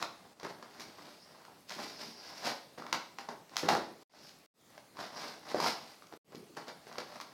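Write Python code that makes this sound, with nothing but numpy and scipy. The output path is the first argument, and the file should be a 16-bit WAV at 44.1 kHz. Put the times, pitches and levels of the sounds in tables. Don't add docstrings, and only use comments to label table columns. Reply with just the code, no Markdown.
import sys
import numpy as np
from scipy import signal
from scipy.fft import rfft, irfft
from scipy.io import wavfile
from scipy.ndimage import uniform_filter1d

SR = 44100
rng = np.random.default_rng(int(sys.argv[2]) if len(sys.argv) > 2 else 0)


def transcribe(u):
    v = np.clip(np.atleast_2d(u).T, -1, 1)
    q = np.round(v * 32767).astype(np.int16)
    wavfile.write(sys.argv[1], SR, q)


def volts(x):
    e = np.asarray(x, float) / 20
    return 10 ** e


N = 323602

# (f/Hz, level per Hz/dB)
AIR = [(15, -48.5), (25, -40), (141, -0.5), (363, -1.5), (695, -5), (936, -9.5), (1230, -8.5),
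       (1560, -14.5), (1940, -12.5), (3620, -14), (3920, -14.5), (4370, -13), (16000, -24.5)]
AIR_DB = -62
# (f/Hz, time to fade by 60 dB/s)
ROOM = [(150, 0.29), (500, 0.48), (1500, 0.38), (4000, 0.46), (7000, 0.31694), (12000, 0.3)]
# (delay/s, level/dB)
ECHOES = [(.0085, -18), (.0105, -20), (.0165, -16), (.0185, -15.5), (.024, -17.5)]
# (t/s, ticks per second)
TICKS = [(0, 3.302), (5.8, 3), (6.0, 16), (7.34, 22)]
TICK_DB, TICK_HZ = -56, (10200, 12300)
# (peak t/s, level/dB, rise/s, fall/s)
SLIDES = [(1.23, -64, .08, .08), (1.31, -64.5, 0, 0.05), (2.0, -53.5, 0.12, 0.1144),
          (2.21, -59.5, -0.4, .15), (2.36, -58, -0.4, 0.2), (4.26, -61, 0.158, 0.07), (5.17, -55, .05, .15),
          (5.44, -60.5, 0, .08), (5.65, -45, 0.07, 0.09)]
# (f/Hz, width/Hz, level/dB)
SLIDE_BAND = [(4691.6, 913.5, -0.5), (5580, 1100, -2)]
# (t/s, crack peak level/dB, knock over crack/dB, knock f/Hz, brightness/dB)
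SNAPS = [(0.026, -23, -12.5, 1020, -5), (0.399, -41.5, -3, 633, 3), (0.4313, -41, 0, 474, 1),
         (0.626, -42, -1.5, 1120, -4.5), (0.806, -41, -2, 1020, 4), (0.9852, -52.5, 3, 1093, -3.5),
         (1.4508, -48, -4, 1352, 0), (1.483, -57, 10, 907.2, 0), (1.695, -41, -16, 522, 5.5),
         (1.7048, -36, -4.5, 1400, -2), (1.7209, -35, -9, 980, -2), (2.784, -45.5, 2, 423, -1),
         (2.822, -43.5, 6, 1205, -4.5), (2.866, -38, -3, 1000, -4), (2.9275, -20, -8, 1005, 0),
         (3.1857, -31.5, -7, 1030, -4), (3.2883, -40, 9, 953, 0), (3.495, -50, -8, 497, 3),
         (3.5585, -34, -5.5, 740, -0.5), (3.5673, -23.5, -9.5, 980, 6.5), (3.634, -38.5, 9.5, 480, -6),
         (3.6854, -30, 2.5, 658.3, 0), (3.6885, -17.5, 3.5, 816.8, -1.5), (4.2923, -49, -12.5, 1424, 6.5),
         (4.7785, -41.5, -4.5, 612.8, -8), (4.97, -41.5, -1, 1023, -3.5), (5.5457, -36, 16, 547.2, -4),
         (5.6017, -32, 10, 1020, -2), (5.643, -32.5, 10, 930, 0), (6.0226, -48.5, 0, 1204, -6.5),
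         (6.069, -57, -10, 700, 7.5), (6.1255, -47, 4.5, 700, -3), (6.1374, -44.5, 4.5, 410, -4),
         (6.3218, -52.5, 0.5, 498.1, -2.5), (6.3484, -48, 10.5, 385.3, -5), (6.356, -50, -10, 452, 8.5),
         (6.55, -56, -10, 700, 1), (6.5691, -42.5, -2.5, 1240, -1.5), (6.6819, -42.5, 2, 550, -0.5),
         (6.869, -46.5, 1, 428.9, -8), (6.9265, -46.5, -12, 487, 3), (6.9564, -44.5, 4.5, 1041, -4),
         (6.983, -30.5, -3.5, 510, -1.5), (7.159, -51, 4, 1109, 0), (7.2011, -34, -5, 1080, -5.5),
         (7.213, -36, -9.5, 1080, 0)]
SNAP_S, KNOCK_DECAY_S = 0.0031, 0.0018
SIZZLE_DB = -15
# (peak t/s, rip level/dB, rise/s, fall/s, box response over rip/dB)
STROKES = [(0.008, -50, .03, -0.06, 3), (0.454, -47.5, 0.02, 0.0327, 8.5), (0.5, -53, 0.03, -0.02, 5.5),
           (0.66, -73.5, -5.103, 0.4, 9), (0.775, -62, -0.13, 0.4, 1.5), (1.09, -60.5, 0.16, 0.12, -2.5),
           (1.26, -72, 0, 0.3432, 11.5), (1.46, -73, 1.1, 0.3092, 3), (1.69, -55, 0.0105, 0.5065, -4.5),
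           (1.799, -48, 0.04, 0.14, 1.5), (2.0, -48.5, 0.02, 0.1, 0.5), (2.07, -59.5, 0.05, 0.1056, -11.5),
           (2.26, -56.5, -0.13, 0.23, 3), (2.37, -52.5, -0.03, 0.26, -3), (2.469, -38, 0.04, 0.0553, 3),
           (3.551, -59.5, 0.04, .02, 5), (3.74, -42.5, 0.0476, 0.0437, 7),
           (4.18, -57.5, 0.1741, 0.06, -0.5), (4.27, -62, .15, 0.1, -7), (4.75, -69.5, 0.1, .1, 2.5),
           (5.007, -48.5, .04, .08, 6), (5.199, -50.5, 0.1, 0.167, 3.5), (5.29, -55.5, .15, 0.09, -1.5),
           (5.52, -48.5, 0.0743, 0.0168, 4), (5.681, -38.5, 0.12, 0.0557, -0.5), (5.9, -60, 0.5, 0.1, -5),
           (6.135, -63.5, -0.018, 0, 14), (6.565, -60.5, 0, 0.07, 5.5), (6.689, -49.5, 0.02, 0.02, 8),
           (6.95, -63, 0.2, 0.1895, 6), (7.08, -62.5, -0.02, 0.5246, 1), (7.155, -57.5, -0.1, .03, 3.5)]
# (t/s, rip level/dB, fall/s, box response over rip/dB)
RIPS = [(0.026, -44, 0.0354, 8.5), (0.398, -53.5, -0.03, 13), (0.432, -51, -0.01, 10.5),
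        (0.626, -61, 0.08, 10), (0.798, -47, 0.07, -6.5), (0.985, -62, 0.2, 10),
        (1.704, -50.5, 0.2312, -0.5), (2.778, -53, .06, 8.5), (2.821, -59.5, 0.1227, 10),
        (2.866, -61, 0.3, 6.5), (2.929, -39, 0.05, 4.5), (3.187, -49, 0.07, 4.5),
        (3.288, -48.5, 0.05, 12.5), (3.576, -39, 0.08, -8), (3.632, -49, 0.18, 11),
        (3.687, -35.5, 0.1154, 7.5), (4.779, -61, .03, 4), (4.97, -53, 0.0096, 6), (5.546, -48, 0.1956, 13),
        (5.602, -38, 0.1391, -1), (6.022, -63.5, 0.0424, 7.5), (6.322, -66, 0.0571, 14),
        (6.349, -58, 0.04, 1.5), (6.569, -51, 0.08, 6), (6.87, -61, -0.1, 6), (6.985, -48, 0.09, 6.5),
        (7.21, -46, 0.02, -7)]
# (peak t/s, level/dB, fall/s)
JOLTS = [(.44, -48, 0.15), (.79, -54, -0.1), (1.0, -58.5, 0.12), (1.76, -53, -0.5242), (2.06, -48.5, 0.07),
         (2.449, -46, .06), (2.785, -55.5, 0.3668), (3.29, -50.5, 0.11), (3.632, -35.5, 0.14),
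         (3.688, -37, 0.18), (5.546, -35, 0.13), (6.13, -55.5, 0), (6.348, -49, 0.2), (6.69, -47.5, 0.01)]
SUDDEN_S = 0.003
ROUNDING = 0.32
# (f/Hz, level per Hz/dB)
FIBRE = [(880, -30), (1500, -1), (1660, -2.5), (1810, -4.5), (2060, -1), (3180, -4.5), (4970, 1.5),
         (8000, -17.5), (14500, -21), (16000, -33.5)]
# (f/Hz, width/Hz, level/dB)
BOX = [(611, 172, -0.5), (794.41, 111, 2), (1020, 200.94, -1), (1630, 330, -6), (2010, 304.9, -11)]
# (f/Hz, width/Hz, level/dB)
THUMP = [(146.7, 76, -7), (215, 62, -1), (326, 55, -1.5), (408.5, 45, -1)]
BOX_SHARE = 0.95
THUMP_DB, THUMP_FOLLOWS_BOX = -8, 0.94
AIRY_HZ, AIRY_DB, AIRY_FOLLOWS_BOX = 7500, 1, -0.49
BASS_CUT_HZ = 55
# (cut t/s, return t/s, full depth/dB, time constant of the climb back/s)
DROPOUTS = [(0.334, 0.338, -21, 0.05783), (4.032, 4.096, -49, 0.058), (4.462, 4.54, -55.5, 0.03722),
            (6.174, 6.246, -48.5, 0.031)]


def evened(x):
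    return x / np.sqrt(np.mean(x ** 2) + 1e-20)


def read(points, hz):
    f, value = np.transpose(points)
    return np.interp(np.log(hz + 1), np.log(f + 1), value)


def add(mix, s, sound):
    part = mix[max(round(s * SR), 0):][:len(sound)]
    part += sound[:len(part)]


def butter(x, order, hz, kind):
    return signal.lfilter(*signal.butter(order, hz, kind, fs=SR), x)


def coloured(x, points):
    hz = abs(np.fft.fftfreq(4096, 1 / SR))
    log_gain = np.log(volts(np.maximum(read(points, hz), -100)))
    response = np.exp(np.conj(signal.hilbert(log_gain)))
    taps = np.fft.ifft(response).real[:2048]
    return signal.oaconvolve(x, taps)[:len(x)]


def ring(x, hz, width):
    r = np.exp(-np.pi * abs(width) / SR)
    edge = (1 - r * r) / 2
    return signal.lfilter([edge, 0, -edge], [1, -2 * r * np.cos(2 * np.pi * hz / SR), r * r], x)


def resonances(x, modes):
    total = 0
    for k, (hz, width, db) in enumerate(modes):
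        total = total + (-1) ** k * volts(db) * ring(x, hz, width)
    return evened(total)


def breaks(per_s, spread_db, clump_db, clump_s):
    size = volts(spread_db * np.minimum(rng.exponential(1, N), 4))
    size = size * rng.choice([-1., 1.], N)
    clumps = evened(uniform_filter1d(rng.standard_normal(N), round(clump_s * SR)))
    happens = rng.random(N) < per_s / SR
    return size * happens * volts(clump_db * clumps)


def swells(rows, rounding):
    t = np.arange(0, N + 32, 32) / SR
    s, db, rise, fall = np.transpose(rows)[:, :, None]
    late = (t - s) / np.where(t < s, abs(rise), abs(fall))
    shape_db = -20 * (np.hypot(late, rounding) - rounding)
    level = np.sqrt(np.sum(volts(db + shape_db) ** 2, 0))
    return np.interp(np.arange(N) / SR, t, level)


def effort(over_db, box_share):
    strokes = [(s, db + over_db + box_share * box_db, rise, fall) for s, db, rise, fall, box_db in STROKES]
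    rips = [(s, db + over_db + box_share * box_db, SUDDEN_S, fall) for s, db, fall, box_db in RIPS]
    return np.hypot(swells(strokes, ROUNDING), swells(rips, 0))


def air():
    frames, hz = N // 256 + 5, np.fft.rfftfreq(1024, 1 / SR)
    real, imag, patches = rng.standard_normal((frames, 513, 3)).T
    patches = uniform_filter1d(patches, 14, 0)
    patches = evened(uniform_filter1d(patches, 12, 1))
    spectrum = (real + 1j * imag) * volts(read(AIR, hz)[:, None] + 2.0 * patches)
    noise = signal.istft(spectrum, nperseg=1024, noverlap=768)[1][:N]
    return volts(AIR_DB) * evened(noise)


def room(x, tail_db=-5.5):
    taps = np.zeros(SR)
    at = np.arange(360, SR - 20, 20)
    taps[at + rng.integers(0, 20, len(at))] = rng.choice([-1., 1.], len(at))
    hz, t, spectrum = signal.stft(taps, SR, nperseg=256)
    fade = volts(-60 * t / read(ROOM, hz)[:, None])
    tail = signal.istft(spectrum * fade, SR, nperseg=256)[1]
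    tail *= volts(tail_db) / np.linalg.norm(tail)
    for k, (s, db) in enumerate(ECHOES):
        tail[round(s * SR)] += (-1) ** k * volts(db)
    return signal.fftconvolve(x, tail)[:N]


def ticks():
    per_s = np.interp(np.arange(N) / SR, *np.transpose(TICKS))
    happens = rng.random(N) < per_s / SR
    clicks = happens * volts(TICK_DB + 3.0 * rng.standard_normal(N))
    click = butter(signal.unit_impulse(200), 2, TICK_HZ, "bandpass")
    return signal.oaconvolve(clicks, click / abs(click).max())[:N]


def sliding():
    slips = breaks(6000, 2.0, 2.6, .01)
    hiss = resonances(resonances(slips, SLIDE_BAND), SLIDE_BAND)
    return swells(SLIDES, ROUNDING) * hiss


def snaps():
    out, t = np.zeros(N), np.arange(900) / SR
    noise = rng.standard_normal((len(SNAPS), 3, len(t)))
    burst = np.minimum(t / 0.00044, 1) * np.exp(-(t / SNAP_S) ** 2)
    tones = rfft(noise * burst)
    noise = irfft(tones / abs(tones) ** .7, len(t))
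    noise = noise * np.sqrt(burst)
    for (s, db, knock_db, hz, bright_db), (low, top, high) in zip(SNAPS, noise):
        crack = butter(low, 2, [800, 2400], "bandpass")
        edge = butter(top, 3, [3300, 6200], "bandpass")
        sizzle = butter(high, 2, 7500, "highpass")
        knock = np.sin(2 * np.pi * hz * t) * (1 - np.exp(-t / 0.001)) * np.exp(-t / KNOCK_DECAY_S)
        parts = (crack, 0), (edge, bright_db), (sizzle, SIZZLE_DB + bright_db), (knock, knock_db)
        snap = sum(volts(part_db) * part / abs(part).max() for part, part_db in parts)
        add(out, s - .0005, volts(db) * snap)
    return out


def tearing():
    jolts = swells([(s, db, SUDDEN_S, fall) for s, db, fall in JOLTS], 0)
    shake = np.hypot(effort(THUMP_DB, THUMP_FOLLOWS_BOX), jolts)
    fine = breaks(5000, 2.5, 2.2, .008)
    coarse = breaks(900, 3.4932, 2.5, .012)
    rip = evened(coloured(evened(fine) + 0.27 * evened(coarse), FIBRE))
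    treble_filter = signal.butter(2, AIRY_HZ, "highpass", fs=SR, output="sos")
    airy = signal.sosfiltfilt(treble_filter, rip)
    rip = effort(0, 0) * (rip - airy) + effort(AIRY_DB, AIRY_FOLLOWS_BOX) * airy
    hollow = effort(0, BOX_SHARE) * resonances(coarse, BOX)
    return rip + hollow + shake * resonances(coarse, THUMP)


def scene():
    hands = tearing() + snaps() + ticks() + sliding()
    hands = butter(hands, 2, BASS_CUT_HZ, "highpass")
    return (hands + room(hands) + air())[None]


def roll_off(x):
    return signal.sosfilt(signal.butter(12, 16440, fs=SR, output="sos"), x)


def record(dry):
    t, level_db = np.arange(N) / SR, np.zeros(N)
    for cut, back, db, fade in DROPOUTS:
        falling = np.clip((t - cut) / .004, 0, 1) * .5 + np.clip((t - cut) / 0.021, 0, 1) * .5
        climbing = 0.43 * np.exp(-np.maximum(t - back, 0) / fade)
        level_db += db * falling * np.where(t < back, 1, climbing)
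    return roll_off(dry * volts(level_db))


dry = scene()
out = record(dry)
transcribe(out)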